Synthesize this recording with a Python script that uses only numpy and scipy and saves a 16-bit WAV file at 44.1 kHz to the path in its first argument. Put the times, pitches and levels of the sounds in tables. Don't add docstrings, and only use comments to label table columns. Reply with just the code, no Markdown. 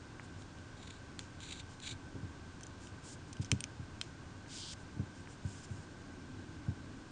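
import sys
import numpy as np
from scipy import signal
from scipy.fft import rfft, irfft, next_fast_len
from scipy.io import wavfile

SR = 44100
rng = np.random.default_rng(int(sys.argv[2]) if len(sys.argv) > 2 else 0)


def wrap_up_sound(samples):
    columns = np.atleast_2d(samples).T
    tamed = np.clip(columns, -1, 1)
    steps = np.round(tamed * 32767).astype(np.int16)
    wavfile.write(sys.argv[1], SR, steps)


N = 313551
TIME = np.arange(N) / SR


def amp(db):
    return 10 ** (np.asarray(db) / 20)


def unit(x):
    return x / np.sqrt(np.mean(x ** 2) + 1e-20)


def filtered(x, response):
    m = next_fast_len(N + SR // 2)
    spectrum = rfft(x, m) * response(np.fft.rfftfreq(m, 1 / SR))
    return irfft(spectrum, m)[:N]


def coloured(x, points):
    f, db = np.transpose(points)
    return unit(filtered(x, lambda hz: amp(np.interp(np.log(hz + 1), np.log(f), db))))


def narrow(centre_hz, width_hz):
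    def response(hz):
        return 1 / (1 + ((hz - centre_hz) / width_hz * np.sqrt(2)) ** 2)
    return unit(filtered(rng.standard_normal(N), response))


def fibres(rate, spread_db):
    happens = rng.random(N) < rate / SR
    direction = rng.choice([-1, 1], N)
    return happens * direction * amp(spread_db * rng.standard_normal(N))


def add(track, s, sound):
    part = track[max(0, round(s * SR)):][:len(sound)]
    part += sound[:len(part)]


def swell(start, length, rise, fall):
    ramp = np.clip(np.minimum((TIME - start) / rise, (start + length - TIME) / fall), 0, 1)
    return np.sin(np.pi / 2 * ramp)


def struck(modes, tuning, attack, scatter_db):
    t = np.arange(SR // 25) / SR
    ring = np.zeros(len(t))
    for k, (hz, db, t60) in enumerate(modes):
        level_db = db + scatter_db * rng.standard_normal()
        fading = amp(level_db - 60 * t / t60)
        ring += (-1) ** k * fading * np.sin(2 * np.pi * hz * tuning * t)
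    ring *= 1 - np.exp(-t / attack)
    return ring / np.sqrt(np.sum(ring ** 2) / (SR / 2000))


# (f/Hz, relative level/dB per Hz)
ROOM_COLOUR = [(12, -35), (20, -5), (54, -11.5), (88, 1.5), (123, -4.5), (217, -8.5), (282, -7.5),
               (449, -17), (630, -19.5), (1110, -20.5), (1240, -23.5), (1560, -20.5), (1730, -25.5),
               (6840, -32.5), (9840, -41.5), (12800, -94), (21600, -120)]
# (f/Hz, width/Hz, level/dB rms)
FAN_RESONANCES = [(99, 23, -63.5), (286, 60, -66.5), (1067, 246, -69), (1547, 92, -65)]
# (t/s, level/dB)
DRONE_LEVEL = [(0, -82), (5.6, -69), (6.2, -55), (7.11, -54.5)]
ROOM_DB = -50.5


def background(air_db=-1.0):
    air = amp(ROOM_DB + air_db) * coloured(rng.standard_normal(N), ROOM_COLOUR)
    fan = sum(amp(db) * narrow(hz, width) for hz, width, db in FAN_RESONANCES)
    drone_gain = amp(np.interp(TIME, *np.transpose(DRONE_LEVEL)))
    drone = drone_gain * narrow(centre_hz=273, width_hz=65)
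    return air + fan + drone


# (nominal start t/s, relative level/dB)
NAIL_TAPS = [(0.196, -38), (4.461, -49.5), (5.273, -43.5)]
# (f/Hz before tuning, relative level/dB, time to fade by 60 dB/s)
HANDLE_MODES = [(1000, -8, 0.0096), (1550, -3, 0.0081), (2080, 3.5, 0.0041), (2710, -2.5, 0.005)]


def taps(level_db=2, start_offset_s=0.00061):
    track = np.zeros(N)
    for s, db in NAIL_TAPS:
        tick = struck(HANDLE_MODES, tuning=0.9, attack=.0001, scatter_db=0.5)
        add(track, s + start_offset_s, amp(db + level_db) * tick)
    return track


# (start t/s, length/s, release/s, relative rub level/dB, relative fizz level/dB)
YARN_PULLS = [(0.22, 0.055, .03, -73, -63), (0.37, 0.07, .02, -71, -65), (1.677, 0.085, .03, -64, -66),
              (2.788, 0.12, .06, -64, -62), (3.014, 0.15, 0.038, -59.5, -54.5),
              (3.27, 0.046, .03, -68, -66), (3.41, 0.031, 0.014, -53.5, -55),
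              (3.446, 0.024, .008, -57, -66), (4.466, 0.275, .006, -48.5, -50.5),
              (4.76, 0.09, .03, -77, -67), (5.13, 0.1, .03, -67, -68), (5.269, 0.093, .05, -66, -62.5),
              (5.419, 0.24, 0.074, -62.5, -60.5), (5.628, 0.036, .015, -59, -58.5),
              (5.644, 0.23, 0.051, -70, -67)]
# (t/s, firmness 0-1)
GRIP_FIRMNESS = [(4.52, 0.35), (4.58, 0.4), (4.63, 0.95), (4.7, 0.9), (4.74, 0.5), (4.9, .2)]
# (f/Hz, relative level/dB per Hz)
LIGHT_RUB_COLOUR = [(1200, -22), (2400, -8), (3200, -5.5), (4200, -12.5), (5100, -1), (5900, -4),
                    (7000, -6), (10000, -24)]
# (f/Hz, relative level/dB per Hz)
FIRM_RUB_COLOUR = [(1200, -30), (2500, -17), (3100, 0.5), (4000, -2), (4700, 0.5), (5800, -6.5),
                   (7000, -18), (10000, -25)]
# (f/Hz, relative level/dB per Hz)
FIZZ_COLOUR = [(2500, -20), (5500, -8), (6900, 2.5), (7600, 2), (8500, -4.5), (9300, -0.5), (10000, -16)]
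PULL_RISE = 0.43
GRIP_MUTES_DB = -7.5


def yarn(rub_db=-1, fizz_db=0, speed_power=1.25):
    grip = np.clip(np.interp(TIME, *np.transpose(GRIP_FIRMNESS)), 0, 1)
    rubbing, fizzing = np.zeros((2, N))
    for s, length, release, pull_rub_db, pull_fizz_db in YARN_PULLS:
        friction = swell(s, length, PULL_RISE * length, release) ** speed_power
        rubbing += amp(pull_rub_db + rub_db) * friction
        fizzing += amp(pull_fizz_db + fizz_db) * friction
    light = coloured(fibres(rate=8000, spread_db=4), LIGHT_RUB_COLOUR)
    firm = coloured(fibres(rate=8000, spread_db=4), FIRM_RUB_COLOUR)
    rub = rubbing * (np.sqrt(1 - grip) * light + np.sqrt(grip) * firm)
    loose = coloured(fibres(rate=6000, spread_db=4.5), FIZZ_COLOUR)
    fizz = fizzing * amp(GRIP_MUTES_DB * grip) * loose
    return rub + fizz


# (nominal start t/s, relative level/dB, brightness/dB per octave,
# f/Hz favoured by each part, tuning factor under the grip)
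CONTACTS = [(0.421, -47.5, -4, (3900, 6300), 1), (0.5854, -49, -5, (3100, 4400), 0.94),
            (1.1915, -30.5, -5.5, (3900, 7400), 1.06), (1.4037, -42, -7, (3800, 7200), 1.0),
            (1.8008, -43, -5, (4200, 7200), 0.96), (2.6087, -46, -1, (2200, 6700), 1.0),
            (2.6326, -39.5, 3, (5600, 6600), 0.99), (2.6359, -42, 5, (3100, 6300), 1.0),
            (2.6671, -41.5, 1, (6600, 6900), 0.98), (2.871, -43, -2, (3100, 6200), 0.956),
            (3.3285, -40, 3, (2800, 6200), 0.98), (3.3317, -44, 1, (4400, 7000), 1),
            (3.368, -44.5, -3, (3500, 6200), .95), (3.446, -38, -3, (6100, 6200), 1.0),
            (3.5155, -16.5, -3.5, (2435, 6560), .98), (3.6051, -29, -0.5, (2860, 8700), 1.01),
            (3.6396, -26.5, -3.5, (2300, 6250), 0.99), (4.0129, -25, -5, (3640, 4900), 0.98),
            (4.7337, -42, -3, (2200, 8200), 0.88)]
# (f/Hz before tuning, relative level/dB, time to fade by 60 dB/s)
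SCISSOR_MODES = [(1530, -4, 0.0051), (2215, -1, 0.0057), (2540, -0.5, 0.0081), (3180, 2, 0.011),
                 (3950, 2.5, 0.0043), (4370, -1.5, 0.011), (5470, 3.5, 0.0068), (6220, -2.5, 0.015),
                 (7160, 3.5, 0.0065), (8440, 0, 0.0083), (8540, 4.5, 0.011), (10300, 5, 0.0039)]
FOCUS_DB, FOCUS_OCTAVES = 8.5, 0.21


def clicks(level_db=0, start_offset_s=.0005, chatter_db=-14):
    track = np.zeros(N)
    for s, db, bright_db, favoured_hz, tuning in CONTACTS:
        modes = []
        for hz, level, t60 in SCISSOR_MODES:
            octaves = np.log2(hz / np.array(favoured_hz))
            nearness = np.exp(-(octaves / FOCUS_OCTAVES) ** 2).sum()
            mode_db = level + bright_db * octaves[0] + FOCUS_DB * nearness
            modes.append((hz, mode_db, t60))
        click = amp(db + level_db) * struck(modes, tuning, attack=.00005, scatter_db=1.5)
        add(track, s + start_offset_s, click)
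        settle = rng.uniform(.0008, .002)
        add(track, s + start_offset_s + settle, amp(chatter_db) * click)
    return track


# (start t/s, length/s, relative rasp level/dB)
BLADE_STROKES = [(0.763, 0.23, -62), (1.404, 0.218, -51.5), (1.815, 0.13, -48.5)]
# (start t/s, relative level/dB)
PARTING_STRANDS = [(0.8245, -42), (0.869, -41), (0.899, -41), (1.428, -39.5), (1.484, -41.5), (1.504, -36),
                   (1.518, -31.5), (1.594, -36.5), (1.832, -38.5), (1.858, -35.5), (1.869, -31),
                   (1.886, -34), (1.9067, -32)]
# (f/Hz, relative level/dB per Hz)
SHEAR_COLOUR = [(1000, -28), (1800, -18), (2300, -7), (3000, -10.5), (3450, -3.5), (3860, -0.5),
                (4400, -6.5), (5200, -19.5), (6200, -10.5), (6550, -14), (7000, -4.5), (8200, -15.5),
                (9200, -18), (10000, -16.5)]
STROKE_RISE_S, STROKE_FALL_S = 0.014, 0.027
STRAND_S = .015


def cutting(rasp_db=-2, strand_db=-11, body_db=-9):
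    closing = sum(amp(db) * swell(s, length, STROKE_RISE_S, STROKE_FALL_S)
                  for s, length, db in BLADE_STROKES)
    rasp = amp(rasp_db) * closing * coloured(fibres(rate=3500, spread_db=3.0), SHEAR_COLOUR)
    parting = np.zeros(N)
    burst = np.sin(np.linspace(0, np.pi, round(STRAND_S * SR)))
    for s, db in PARTING_STRANDS:
        add(parting, s, amp(db + strand_db) * burst)
    snapping = coloured(fibres(rate=4000, spread_db=3), SHEAR_COLOUR)
    body = amp(body_db) * narrow(centre_hz=2620, width_hz=900)
    return rasp + parting * (snapping + body)


# (t/s, starting level/dB, time to fade by 60 dB/s)
BLADE_SKIDS = [(1.196, -55.5, .3), (3.519, -55.5, 0.25), (4.015, -56, 0.31)]
# (f/Hz, relative level/dB per Hz)
SKID_COLOUR = [(1200, -20), (2600, 1), (4200, -5.5), (5500, -2), (7200, -0.5), (8500, -10), (10000, -22)]


def skids():
    sliding, t = np.zeros(N), np.arange(SR // 4) / SR
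    for s, db, t60 in BLADE_SKIDS:
        add(sliding, s, amp(db - 60 * t / t60))
    return sliding * coloured(fibres(rate=3500, spread_db=4), SKID_COLOUR)


# (nominal start t/s, relative peak level/dB, hardness/dB)
HAND_BUMPS = [(1.921, -41.5, -23), (2.149, -36, -1.5), (2.157, -36.5, -2), (2.23, -34, -15),
              (2.241, -36, -24), (3.396, -27, -20.5), (3.522, -21, -10.5), (3.795, -35.5, -24),
              (4.965, -36, -19), (4.994, -25, -16.5), (5.449, -28.5, -26), (5.703, -37, -27),
              (5.712, -38, -25), (5.781, -37, -18), (6.682, -24.5, -20)]
# (f/Hz, relative level/dB, time to fade by 60 dB/s)
TABLE_MODES = [(97.4, 1, 0.13), (120.5, 3.5, 0.099), (150, -1, 0.096), (195.6, -4, 0.14),
               (270.4, -6.5, 0.098), (407, -9, 0.051), (559, -18, 0.041)]


def bumps(level_db=-1, attack=0.0022, neutral_db=-14, hardening=0.54, start_offset_s=0.00054, low_hz=80):
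    track, t = np.zeros(N), np.arange(SR // 4) / SR
    radiation = signal.butter(N=4, Wn=low_hz, btype="high", fs=SR, output="sos")
    lowest_hz = TABLE_MODES[0][0]
    for s, db, hard_db in HAND_BUMPS:
        tilt_db = hardening * (hard_db - neutral_db)
        swing = np.zeros(len(t))
        for hz, level, t60 in TABLE_MODES:
            mode_db = level + rng.normal(0, 1) + tilt_db * np.log2(hz / lowest_hz)
            swing += amp(mode_db - 60 * t / t60) * np.sin(2 * np.pi * hz * t)
        swing *= 1 - np.exp(-t / attack)
        thud = signal.sosfilt(radiation, swing)
        add(track, s + start_offset_s, amp(db + level_db) * thud / np.abs(thud).max())
    return track


def room(x, t60=0.045, wet_db=-20):
    t = np.arange(SR // 3) / SR
    tail = rng.standard_normal(len(t)) * amp(-60 * t / t60) * (t > .003)
    answer = signal.fftconvolve(x, tail / np.linalg.norm(tail))[:N]
    return x + amp(wet_db) * answer


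def scene():
    close = cutting() + clicks() + skids() + taps() + yarn()
    mono = room(close) + bumps() + background()
    return mono[None]


# (f/Hz, level/dB)
OVERALL_COLOUR = [(7650, 0), (7900, -3.5), (8150, 2.5), (8900, -1.5), (10000, -7.5)]
TOP_HZ = 10050


def record(dry):
    def response(hz):
        band = np.clip((TOP_HZ - hz) / 200 + .5, 0, 1)
        return amp(np.interp(hz, *np.transpose(OVERALL_COLOUR))) * band
    return np.array([filtered(channel, response) for channel in dry])


dry = scene()
out = record(dry)
wrap_up_sound(out)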